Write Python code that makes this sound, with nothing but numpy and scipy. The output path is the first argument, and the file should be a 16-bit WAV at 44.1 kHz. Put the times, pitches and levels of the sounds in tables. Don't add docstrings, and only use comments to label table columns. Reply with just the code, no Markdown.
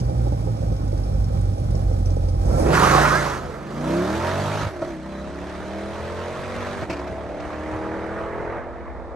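import sys
import numpy as np
from scipy import signal
from scipy.fft import rfft, irfft, next_fast_len
from scipy.io import wavfile
from scipy.ndimage import uniform_filter1d

SR = 44100
rng = np.random.default_rng(int(sys.argv[2]) if len(sys.argv) > 2 else 0)


def gain_from_decibels(decibels):
    exponent = np.asarray(decibels, float) / 20
    return 10 ** exponent


def master_out(mix):
    frames = np.transpose(np.atleast_2d(mix))
    ceiling = np.clip(frames, -1, 1)
    pcm = np.round(ceiling * 32767).astype(np.int16)
    wavfile.write(sys.argv[1], SR, pcm)


N = 403515
TIME = np.arange(N) / SR

# [f/Hz, correlation]
NEAR_LIKENESS = [(60, 0.95), (250, 0.95), (600, 0.91), (2000, 0.18), (5000, 0.53), (9000, 0), (10200, 0.92),
                 (12000, 0.0088)]
# [f/Hz, correlation]
FAR_LIKENESS = [(60, 0.52), (130, 0.19), (280, 1), (590, 0.97), (1270, 0.85), (2730, 0.87), (5870, 0.6),
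                (9000, 0.34), (10200, -1.4), (12000, 0.96)]
# [f/Hz, left-right/dB]
LAUNCH_LEAN_DB = [(110, 0.5), (200, -1.5), (360, -3.5), (900, -10), (2120, -1), (3840, 1), (6950, 4.5),
                  (12600, -6)]
# [f/Hz, phase/rad]
LAUNCH_TWIST_RAD = [(60, .2), (300, 0.37), (600, 1.33), (1200, 0.77), (2300, 0.94)]


def unit(x):
    return x / np.sqrt(np.mean(x ** 2) + 1e-20)


def along(points, hz):
    f, v = np.transpose(points)
    return np.interp(np.log(hz + 1), np.log(f + 1), v)


def curves(rows):
    s, *cols = np.transpose(rows)
    return [np.interp(TIME, s, c) for c in cols]


def wobble(knots_per_s):
    knots = rng.standard_normal(1000)
    return np.interp(TIME * knots_per_s, np.arange(len(knots)), knots)


def filtered(x, response):
    m = next_fast_len(N + 8192)
    return irfft(rfft(x, m) * response(np.fft.rfftfreq(m, 1 / SR)), m)[..., :N]


def ringing(modes):
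    return lambda hz: 1 + sum(gain_from_decibels(db) / (1 + ((hz - c) / w * 2) ** 2) for c, w, db in modes)


def struck(x, modes):
    return filtered(x, lambda f: sum(gain_from_decibels(db) * 1j * f * w / (c * c - f * f + 1j * f * w)
                                     for c, w, db in modes))


def pair(spectrum, alike):
    def gains(hz):
        angle = np.arccos(np.clip(along(alike, hz), -1, 1)) / 2
        return gain_from_decibels(along(spectrum, hz)) * [np.cos(angle), np.sin(angle)]

    mid, side = filtered(rng.standard_normal((2, N)), gains)
    return unit(np.array([mid + side, mid - side]))


def patchy(x, depth_db):
    z = signal.stft(x, nperseg=512)[2]
    field = uniform_filter1d(rng.standard_normal(z.shape[1:]), size=5, axis=0)
    field = uniform_filter1d(field, size=7, axis=1)
    return signal.istft(z * gain_from_decibels(depth_db * unit(field)), nperseg=512)[1][:, :N]


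def lean(points, lag_samples, twist):
    def response(hz):
        phase = 2 * np.pi * hz * lag_samples / SR + along(twist, hz)
        return gain_from_decibels(along(points, hz) * [[.5], [-.5]]) * np.exp(-.5j * phase * [[1], [-1]])

    return response


def tones(turns, orders, levels_db, unsteady_db, knots_per_s):
    out = np.zeros(N)
    for k, db in zip(orders, levels_db):
        swell = gain_from_decibels(db + unsteady_db * wobble(knots_per_s))
        out += swell * np.sin(2 * np.pi * (k * turns + rng.random()))
    return unit(out)


def gate(turns, sharp):
    return np.exp(-sharp * (turns % 1))


def voiced(x, levels_db):
    crossovers_hz = [200, 900, 2550, 4000]

    def band(hz, i):
        upper = 1 / (1 + (hz / crossovers_hz[i]) ** 8) if i < len(crossovers_hz) else 1
        lower = 1 / (1 + (hz / crossovers_hz[i - 1]) ** 8) if i > 0 else 0
        return upper - lower

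    return sum(gain_from_decibels(db) * unit(filtered(x, lambda hz: band(hz, i))) for i, db in enumerate(levels_db))


def load_orders(turns, close):
    # [nominal multiple of cycle rate (not used), level/dB, extra when
    # close/dB]
    order_levels = [(1, -20, 3), (2.01, 2.5, 6), (2.99, -5.5, 16.5), (4, -19.5, -18), (4.84, 3, 6.5),
                    (5.96, -2.5, 4), (7, -3.5, 8), (7.82, 10.5, -8.5), (9.14, 3, 3.5), (9.82, 16, -32),
                    (11.3, 8, -1), (11.87, 8.5, 0.5), (13.04, 11.5, -15), (14.1, 9.5, -19), (15, -1.5, 6),
                    (16.8, 12.5, 3.5), (16.77, 5.5, -22), (18.21, 14, -7.5), (18.1, -11, 13),
                    (19.92, 8.5, -22), (20.9, 13.5, 0), (22.28, 2.5, 1), (21.9, 4.5, 1), (24.24, 10, -7),
                    (25.24, -1, -17), (26, -28, 6), (29, -5, -15), (27.8, 9, -24), (29.75, 8, -17),
                    (29.8, -10, -7)]
    # [f/Hz, level/dB]
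    pipe_colour = [(30, -9), (60, 21), (100, 11), (150, 20), (210, 7.5), (270, 1), (330, 0.5), (400, -4),
                   (500, -5.5), (620, 4.5), (750, -11.5), (950, -6), (1200, -24), (1600, -19)]
    # [f/Hz, width/Hz, level/dB]
    pipe_modes = [(138, 126, -5), (199.4, 4.7, 5), (322.3, 38, 0), (486, 23, -14)]
    # [order, level/dB]
    launch_onset = [(4, -2), (5, 4), (16, 3.5), (19, -14), (24, -6)]
    # [order, level/dB]
    ease = [(2, -1), (3, -10)]
    # [order, level/dB]
    coast = [(5, -1), (14, 4), (21, 8), (16, -6), (25, 6)]
    # [order, level/dB]
    pull = [(3, 2), (6, 4), (12, -10), (13, -0.5), (14, -3.5), (20, -0.5)]
    # [order, level/dB]
    bite = [(4, -5), (7, 7), (8, 5), (20, -5), (21, -5), (2, -3)]
    # [order, level/dB]
    early_climb = [(2, 2.1), (7, 5.5), (8, 2.8), (16, 2.5)]
    # [order, level/dB]
    surge = [(5, 8), (6, 4), (10, 7), (9, -5), (18, -3), (11, 8), (2, -3), (4, -5)]
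    # [order, level/dB]
    redline = [(2, 2.5), (4, 14), (10, -14), (11, 4.5), (12, 12.5), (13, -1), (14, 7), (17, 5), (20, 2.5),
               (25, 9), (28, 1)]
    # [order, level/dB]
    howl = [(8, 2), (14, 4.8), (12, 2)]
    # [order, level/dB]
    slip = [(5, -6), (6, -14), (8, -0.5), (10, 3), (17, 5), (18, 3), (19, 3)]
    # [order, level/dB]
    settle = [(4, 12), (6, 13.5), (7, 9), (8, 1.5), (9, -1), (10, 0.5)]
    # [order, level/dB]
    stretch = [(4, 15), (7, -8), (11, 9), (13, -1), (14, 2), (18, -12), (20, -10), (22, 5), (24, 7),
               (25, 5)]
    # [order, level/dB]
    crest = [(3, -6.5), (5, 5), (11, 3), (12, 2)]
    # [order, level/dB]
    build = [(11, -39), (17, -13), (18, 1.5), (22, -1), (25, 3), (28, 8), (30, 4)]
    # [order, level/dB]
    third = [(5, -4), (7, 3), (11, -8), (12, 4.5), (18, 1.5), (24, 4.5)]
    # [order, level/dB]
    drone = [(5, -3.5), (6, 2), (8, 2.5), (11, 10), (12, 4.5), (21, 1.5), (22, 7), (24, 0)]
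    # [order, level/dB]
    ebb = [(2, -4), (3, -1), (8, -2), (10, 2.5), (14, -2.5)]
    # [order, level/dB]
    fade = [(5, -9), (6, 9.5), (10, -14), (12, 1)]
    phases = [(2.47, 2.7, launch_onset), (2.94, 3.2, ease), (3.3, 3.68, coast), (3.37, 4.8, pull),
              (3.61, 3.97, bite), (3.8, 4, early_climb), (3.9, 4.12, surge), (4.06, 4.72, redline),
              (4.16, 4.5, howl), (4.58, 5.0, slip), (4.68, 5.42, settle), (5.85, 6.86, stretch),
              (6.35, 6.95, crest), (6.6, 7.2, build), (6.8, 8.1, third), (7.5, 9.3, drone),
              (8.1, 9.4, ebb), (8.5, 9.4, fade)]
    levels_db = [db + close * close_db for _, db, close_db in order_levels]
    for start_s, end_s, changes in phases:
        share = np.clip(np.minimum(TIME - start_s, end_s - TIME) / 0.16, 0, 1)
        for order, db in changes:
            levels_db[round(order) - 1] += db * share
    note = tones(turns, 1 + np.arange(len(levels_db)), levels_db, unsteady_db=2.7, knots_per_s=5)
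    return unit(filtered(note, lambda hz: gain_from_decibels(along(pipe_colour, hz)) * ringing(pipe_modes)(hz)))


def load_rush(turns, close):
    # [f/Hz, density/dB per Hz]
    launch_spectrum = [(15, -55), (25, -28), (45, -11), (135, 2.5), (279, -9.5), (332, -3), (436, -4.5),
                       (1240, -10), (1700, -12), (2100, -16.5), (2810, -25), (6070, -30.5), (9500, -36),
                       (12400, -71), (20900, -120)]
    # [f/Hz, density/dB per Hz]
    far_spectrum = [(15, -60), (25, -31), (80, 0.5), (192, -2.5), (265, -16), (323, -7), (436, -10.5),
                    (587, -8), (772, -9), (1890, -15), (2350, -20.5), (2800, -27), (9500, -39),
                    (12400, -77), (20900, -120)]
    # [f/Hz, width/Hz, level/dB]
    roar_modes = [(1325, 200, -8)]
    # [f/Hz, width/Hz, level/dB]
    shell_modes = [(338, 56, -13), (640, 320, -13.5), (1240, 260, -10.5), (4000, 120, -10), (6050, 280, -3)]
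    # [t/s, level/dB]
    clarity = [(2.4, 2), (3.6, 4), (3.9, 11), (4.6, 9.5), (6.8, 8), (7, 7), (8.5, 7), (9.1, 2)]
    puffs = 2.4 + 2.5 * close + gate(2 * turns, sharp=1) * gain_from_decibels(3.3 * wobble(60))
    puffs = puffs + 1.3 * gate(turns, sharp=3)
    launch_gas = pair(launch_spectrum[:-2] + [(11400, -34), (13000, -48.5)], FAR_LIKENESS)
    far_gas = pair(far_spectrum[:-2] + [(11400, -44), (13000, -48.5)], FAR_LIKENESS)
    away = np.clip((TIME - 4.5) / .6, 0, 1) * np.pi / 2
    gas = np.cos(away) * filtered(launch_gas, ringing(roar_modes)) + np.sin(away) * far_gas
    gas = patchy(filtered(gas, ringing(shell_modes)), depth_db=1.6)
    return gain_from_decibels(-curves(clarity)[0]) * unit(puffs * gain_from_decibels(0.4 * wobble(11)) * gas)


def drive():
    # [t/s, four-stroke cycles per s in first gear]
    shaft_speed = [(2.4, 15.95), (2.7, 21.4), (3.0, 29.4), (3.2, 28.5), (3.5, 23.2), (3.6, 23.15),
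                   (3.8, 30), (4.0, 35.3), (4.4, 49.2), (4.6, 53.2), (4.98, 53.3), (5.08, 56.4),
                   (5.3, 60.6), (6.4, 80.1), (6.84, 86.3), (7.1, 86.6), (8.5, 102.2), (9.15, 100.3)]
    # [t/s, ratio to first gear]
    gear_ratio = [(4.68, 1), (4.72, .71), (4.8, .635), (4.85, .685), (4.95, .6), (5.0, .584), (5.1, .583),
                  (5.18, .557), (5.29, .574), (6.84, .574), (6.89, .416)]
    # [t/s, loudness/dB, edge of the tearing gas/dB]
    effort = [(2.48, -32, -16), (2.62, -28, -16), (2.716, -18, -9), (2.736, -20, 1.5), (3.06, -25.5, 4),
              (3.35, -33.5, 4.5), (3.42, -34.5, -3), (3.64, -34, -5), (3.92, -22.5, -0.5), (4.64, -26, -5),
              (5.03, -35.5, 0), (5.4, -31, -4), (6.8, -29.5, -5.5), (7.34, -29, -12), (7.47, -30, -5),
              (8.53, -27.5, -6.5), (8.66, -33, -10), (9.15, -36.5, -18.5)]
    # boom, bark, rasp, tear, hiss over the loudness [level/dB]
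    layer_levels_db = [-2.5, 1, 0, -13.5, -11]
    edge_shares = [0.054, 0.078, 0.82, 0.59, 0.94]
    revs_gains_db = [12, 3.9, 9, 13.7, 9.9]
    far_gains_db = [-6, 0.5, 2, -30, -27.5]
    # [from/s, to/s, level/dB]
    ignition_cuts = [
        (4.657, 4.812, -4.5),
        (4.955, 5.056, -1),
        (5.322, 5.403, -0.5),
        (6.843, 6.886, -4),
    ]
    # [f/Hz, left-right/dB]
    far_lean_db = [(60, -1), (300, 1), (1000, -2.5), (3000, -1.5), (8000, 1.5)]
    # [f/Hz, phase/rad]
    far_twist_rad = [(60, 0.076), (300, 0.21), (600, 0.53), (1500, 0.31), (5000, 0.73)]
    shaft = curves(shaft_speed)[0]
    loud_db, edge_db = curves(effort)
    revs = shaft * curves(gear_ratio)[0]
    travel = np.cumsum(shaft * (TIME > 2.7))
    distance = (travel / travel[-1]) ** 3.83
    turns = np.cumsum(revs * (1 + .0015 * wobble(25))) / SR
    close = np.clip((3.8 - TIME) / 0.36, 0, 1)
    levels_db = [loud_db + db + share * edge_db + rise_db * np.log2(revs / 35) + far_db * distance
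                 for db, share, rise_db, far_db
                 in zip(layer_levels_db, edge_shares, revs_gains_db, far_gains_db)]
    levels_db[0] += 3 * close
    cut_db = sum(db * ((TIME > a) & (TIME < b)) for a, b, db in ignition_cuts) + 0.
    cut_db = uniform_filter1d(cut_db, size=300)
    sound = voiced(load_orders(turns, close) + load_rush(turns, close), levels_db) * gain_from_decibels(cut_db)
    aside = np.exp(-np.maximum(TIME - 2.9, 0) / 1)
    beside = filtered(sound * aside, lean(LAUNCH_LEAN_DB, 0, LAUNCH_TWIST_RAD))
    return beside + filtered(sound * (1 - aside), lean(far_lean_db, -1.5, far_twist_rad))


def uneven_firing(turns):
    cylinder_sizes = [-0.05, -0.7, 0.23, -0.62, 0.71, -0.3, -0.25, 0.016]
    # [f/Hz, width/Hz, level/dB]
    chamber_modes = [(55.6, 7.8, 2.5), (94, 13, -9.5), (116, 5.4, -4), (127.5, 7.8, -16.5),
                     (163.5, 11, -14)]
    sizes = np.resize(cylinder_sizes, 600) + rng.uniform(-1.7, 1.7, size=600)
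    firings = np.diff(np.floor(turns), prepend=0) * sizes[turns.astype(int)]
    rung = struck(firings, chamber_modes)
    return unit(filtered(rung, lambda hz: 1 / (1 + (44 / (hz + 1)) ** 8) / (1 + (hz / 220) ** 4)))


def idle_rush(turns):
    # [f/Hz, density/dB per Hz]
    gas_spectrum = [(15, -68), (25, -53), (48, -13.5), (103, -20.5), (150, -26.5), (293, -22), (348, -30.5),
                    (519, -26.5), (602, -27), (811, -37), (1010, -40.5), (2400, -51), (2800, -55.5),
                    (3250, -52), (3700, -52), (5780, -47.5), (9500, -49.5), (12400, -89), (20900, -120)]
    # [f/Hz, width/Hz, level/dB]
    tip_modes = [(345.3, 38, 1.5), (520, 43.6, 2), (799, 50.5, 10), (1280, 360, -3), (2360, 170, -4),
                 (5350, 290, -1)]
    # [t/s, peak/dB]
    strong_firings = [(0.096, -35), (0.19, -44), (0.269, -36), (0.377, -45.5), (1.152, -48), (1.571, -39),
                      (2.004, -42), (2.28, -33), (0.324, -33), (0.473, -29), (0.99, -43), (1.303, -38),
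                      (0.619, -34), (0.717, -37), (0.808, -57), (0.929, -31), (1.657, -48), (1.747, -36),
                      (1.825, -30.5), (1.914, -31), (2.093, -32), (2.169, -28), (2.238, -32), (2.349, -37),
                      (2.438, -50)]
    # [f/Hz, width/Hz, level/dB]
    knock_modes = [(330, 70, -12), (516, 110, 12), (800, 60, 4)]
    puffs = 1.7 + gate(turns, sharp=0.97) * gain_from_decibels(3 * wobble(45))
    gas = pair(gas_spectrum[:-2] + [(11400, -49.5), (13000, -67)], NEAR_LIKENESS)
    gas = filtered(gas, ringing(tip_modes))
    barks = sum(gain_from_decibels(db + 42 - 60 * np.abs(TIME - s) / .08) * (TIME > s) for s, db in strong_firings)
    rush = puffs * gas + filtered(barks * gas, lambda hz: (hz > 250) & (hz < 950))
    blows = np.bincount([round(s * SR) for s, _ in strong_firings],
                        [gain_from_decibels(db + 76.5) for _, db in strong_firings], N)
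    return rush + filtered(struck(blows, knock_modes), lambda hz: 1 / (1 + (hz / 950) ** 8))


def fuel_pump():
    # [t/s, peak/dB]
    strokes = [(0.1795, -44.5), (0.2803, -44), (0.4504, -46), (0.5686, -42.5), (0.611, -42), (0.6654, -55),
               (0.7213, -43), (0.7642, -41), (0.818, -49), (0.8789, -43), (0.9188, -45), (0.9757, -43),
               (1.0355, -42), (1.0784, -48), (1.1383, -48), (1.2002, -45), (1.2426, -42.5), (1.4107, -40),
               (1.5319, -43), (1.5803, -43), (1.708, -39), (1.7524, -38), (1.8048, -47), (1.93, -38),
               (1.9864, -50), (2.0577, -36), (2.1041, -40), (2.1645, -45), (2.2383, -40), (2.286, -34.5),
               (2.4154, -45), (2.4553, -40),
               (0.001, -33),
        (0.045, -42),
        (0.095, -40),
        (0.24, -42),
        (0.32, -43),
    ]
    t60_s = .09
    cam = sum(gain_from_decibels(db - 60 * np.abs(TIME - s) / t60_s) * (TIME > s) for s, db in strokes)
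    noise = pair([(2800, -25), (4200, -24.0), (5500, -7), (7000, -20), (8200, -25), (9000, -8),
                  (9800, -51)], NEAR_LIKENESS)
    return gain_from_decibels(1 * wobble(16)) * cam * patchy(noise, depth_db=4.0)


def idle():
    # [t/s, firings per s]
    firing_rate = [
        (0.0, 62.5),
        (0.21, 58.3),
        (0.38, 56),
        (0.58, 54.8),
        (0.82, 50.8),
        (1.29, 47.9),
        (1.79, 46.6),
        (2.38, 43.6),
        (2.75, 43.2),
    ]
    # [multiple, level/dB]
    firing_orders = [(1, 3), (2, 4.5), (3, -9), (4, -12.5)]
    # boom, bark, rasp, tear, hiss [level/dB]
    idle_levels_db = [-20.5, -36.5, -53, -61.5, -54]
    fast_gains_db = [-1, 1.5, 2, 0, 0.5]
    opening_gains_db = [1.1, 19.2, 17, 4.8, 18.6]
    # [t/s, level/dB]
    stumbles = [
        (.31, -1),
        (.585, -5),
        (.79, -8.5),
        (1.05, -2.5),
        (1.32, -2.5),
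        (1.57, -7),
        (1.86, 0.5),
        (2.08, 0.5),
        (2.38, -1),
    ]
    # [f/Hz, left-right/dB]
    near_lean_db = [(60, -2.0), (150, -2), (360, -4), (870, -7), (2120, -4.5), (5160, 4.5), (12600, -3)]
    rate = curves(firing_rate)[0]
    turns = np.cumsum(rate * (1 + .008 * wobble(9))) / SR
    opening = np.clip((TIME - 2.37) / 0.31, 0, 1)
    levels_db = [db + fast_db * (rate - 47) / 15 + open_db * opening
                 for db, fast_db, open_db in zip(idle_levels_db, fast_gains_db, opening_gains_db)]
    levels_db[0] += sum(db * np.exp(-((TIME - s) / 0.021) ** 2) for s, db in stumbles)
    orders, orders_db = np.transpose(firing_orders)
    note = tones(turns, np.round(orders), orders_db, unsteady_db=1.8, knots_per_s=10)
    note += gain_from_decibels(-3.5) * uneven_firing(turns)
    mix = note + gain_from_decibels(-2.0) * unit(idle_rush(turns)) + gain_from_decibels(-29.0) * unit(fuel_pump())
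    return filtered(voiced(mix, levels_db), lean(near_lean_db, 20.7, [(60, 0.014)]))


def tyres():
    # [t/s, f/Hz, peak/dB, length/s]
    chirps = [(2.56, 1350, -41, 0.048), (2.66, 1370, -38, 0.033), (2.745, 1650, -30, 0.0089),
              (2.92, 1380, -22, .014), (2.8, 1500, -25, 0.0092), (2.776, 1400, -14.5, 0.016),
              (2.781, 1000, -20, 0.012), (2.831, 980, -15.5, 0.013), (2.838, 1200, -18, 0.017),
              (2.886, 1200, -19, 0.027), (2.872, 750, -25, 0.065), (2.971, 755, -20, 0.049),
              (2.819, 1000, -25, 0.0091), (2.69, 740, -31, 0.014), (2.95, 1126, -16, 0.014),
              (2.977, 1100, -18, 0.013), (3.047, 1400, -20, 0.017), (3.105, 1200, -16.5, 0.015),
              (3.153, 1605, -17.5, 0.028), (3.182, 1360, -23.5, 0.014), (3.27, 1500, -40, 0.0088),
              (3.27, 1060, -18, 0.0061), (3.36, 1700, -34, .014), (3.446, 670, -41, 0.0098)]
    # [f/Hz, width/Hz, level/dB]
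    tread_modes = [(730, 37, -5), (1089, 70, 0), (1260, 77, 0.5), (1453, 110, -1.5), (1700, 90, -9)]
    # [t/s, level/dB]
    wheelspin = [
        (2.71, -60),
        (2.75, -34),
        (2.97, -25),
        (3.19, -34),
        (3.4, -47),
        (3.46, -70),
    ]
    rise_hz_per_s = 2000
    squeaks, rough = np.zeros(N), 0.85 + 0.35 * wobble(105)
    for s, hz, db, length_s in chirps:
        age = TIME - s
        glide_hz = hz + rise_hz_per_s * age * (length_s < .03)
        squeaks += gain_from_decibels(db - 1.5) * np.exp(-(age / length_s) ** 2) * np.sin(2 * np.pi * glide_hz * age)
    tread = struck(struck(rng.standard_normal(N), tread_modes), tread_modes)
    squeal = gain_from_decibels(curves(wheelspin)[0] + 2.5 * wobble(35)) * unit(tread)
    return filtered(squeaks * rough + squeal, lean(LAUNCH_LEAN_DB, 0, LAUNCH_TWIST_RAD))


def pops():
    # [t/s, peak/dB, rise/s, crack/dB]
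    bangs = [
        (4.664, -30, .007, -12),
        (4.818, -19, .0065, -32),
        (6.82, -25, .006, -18),
        (6.896, -21.5, .009, -11),
        (6.925, -28, .008, -11),
        (6.966, -34, .005, -8),
        (6.991, -34, .005, -8),
        (7.074, -34, .005, -8),
        (7.4, -28, .004, -14),
    ]
    # [f/Hz, level/dB]
    muffler_modes = [(110, -4), (200, -5), (330, 2), (560, 0.5), (645, 5), (930, -7), (1100, -10.5),
                     (1290, -8), (1420, -10.5)]
    blast, crack = np.zeros((2, N))
    for s, db, rise_s, crack_db in bangs:
        age = np.maximum(TIME - s, 0) / rise_s
        shape = gain_from_decibels(db) * age * np.exp(1 - age)
        ring = sum(gain_from_decibels(level_db) * np.sin(2 * np.pi * (hz * (TIME - s) + rng.random()))
                   for hz, level_db in muffler_modes)
        blast += shape * unit(ring)
        crack += shape * gain_from_decibels(crack_db)
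    noise = pair([(300, 4), (2500, 15.5), (3500, 2.0), (5000, 5.0), (12000, -16)], FAR_LIKENESS)
    return gain_from_decibels([[-3], [-2]]) * blast + crack * noise


def whine():
    # [t/s, f/Hz, level/dB]
    whistle = [
        (4.75, 4850, -85),
        (4.8, 4750, -70),
        (4.86, 4600, -80),
        (5.05, 4200, -74),
        (5.17, 3960, -63),
        (5.27, 3770, -69),
        (5.33, 3700, -85),
    ]
    hz, db = curves(whistle)
    return gain_from_decibels(db + 7 + 4 * wobble(40)) * np.sin(2 * np.pi * np.cumsum(hz) / SR)


def wind():
    # [t/s, level/dB]
    gusts = [
        (3.46, -35),
        (4.65, -27),
        (4.8, -38),
        (6.04, -36.5),
        (7.139, -37),
        (7.75, -35),
        (8.25, -38),
        (8.5, -41),
    ]
    swell = sum(gain_from_decibels(db) * np.exp(-((TIME - s) / .035) ** 2) for s, db in gusts)
    thump = pair([(30, -30), (60, -3), (100, 0), (150, -8), (250, -40), (400, -90)], [(60, .85)])
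    rumble = pair([(30, -17.5), (50, -3.5), (75, -4.0), (150, -70.0)], [(60, 0.17)])
    rumble_db = -45.0 + 6.4 * np.clip(TIME - 7.9, 0, 1)
    hiss = pair([(1500, -25), (3500, -2), (12000, -19)], [(60, 0.29)])
    return swell * thump + gain_from_decibels(rumble_db) * rumble + gain_from_decibels(-66) * hiss


def scene():
    # [t/s, idle share, load share]
    handover = [
        (2.42, 1, 0),
        (2.5, 1, 1),
        (2.6, 1, 1),
        (2.76, 0, 1),
    ]
    idle_share, load_share = curves(handover)
    return load_share * drive() + idle_share * idle() + tyres() + pops() + whine() + wind()


def low_pass(x):
    return signal.sosfilt(signal.butter(12, 13190, fs=SR, output="sos"), x)


def record(dry):
    # [f/Hz, level/dB]
    side_colour = [(2000, 1.5), (4200, 4), (5300, 1.5), (6200, -0.5), (7500, -3.5), (9000, -1),
                   (10200, 7.5), (11500, -0.5)]
    faint_db, ceiling = -103, .9
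    mid_side = np.array([dry[0] + dry[1], dry[0] - dry[1]]) / 2
    hz, t, z = signal.stft(mid_side, SR, nperseg=2048)
    top_power = np.mean(np.abs(z[0, (hz > 10800) & (hz < 12000)]) ** 2, 0)
    top_db = 10 * np.log10(top_power + 1e-20)
    wide = np.clip((top_db - faint_db) / 11, 0, 1.25)
    ragged = np.abs(rng.standard_normal((3, len(t))))
    low_hz, high_hz, side_hz = ragged * [[300], [450], [150]] + [[250], [250], [11300]]
    hz = hz[:, None]
    top_band = (hz > 11350 - wide * low_hz) & (hz < 11350 + wide * high_hz)
    mid_gain = (hz < 9700) | top_band
    side_gain = (hz < side_hz) * gain_from_decibels(along(side_colour, hz))
    mid, side = signal.istft(z * np.array([mid_gain, side_gain]), SR, nperseg=2048)[1][:, :N]
    ports = np.array([mid + side, mid - side])
    ports = ports / (1 + np.abs(ports / ceiling) ** 6) ** (1 / 6)
    return low_pass(ports)


dry = scene()
out = record(dry)
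master_out(out)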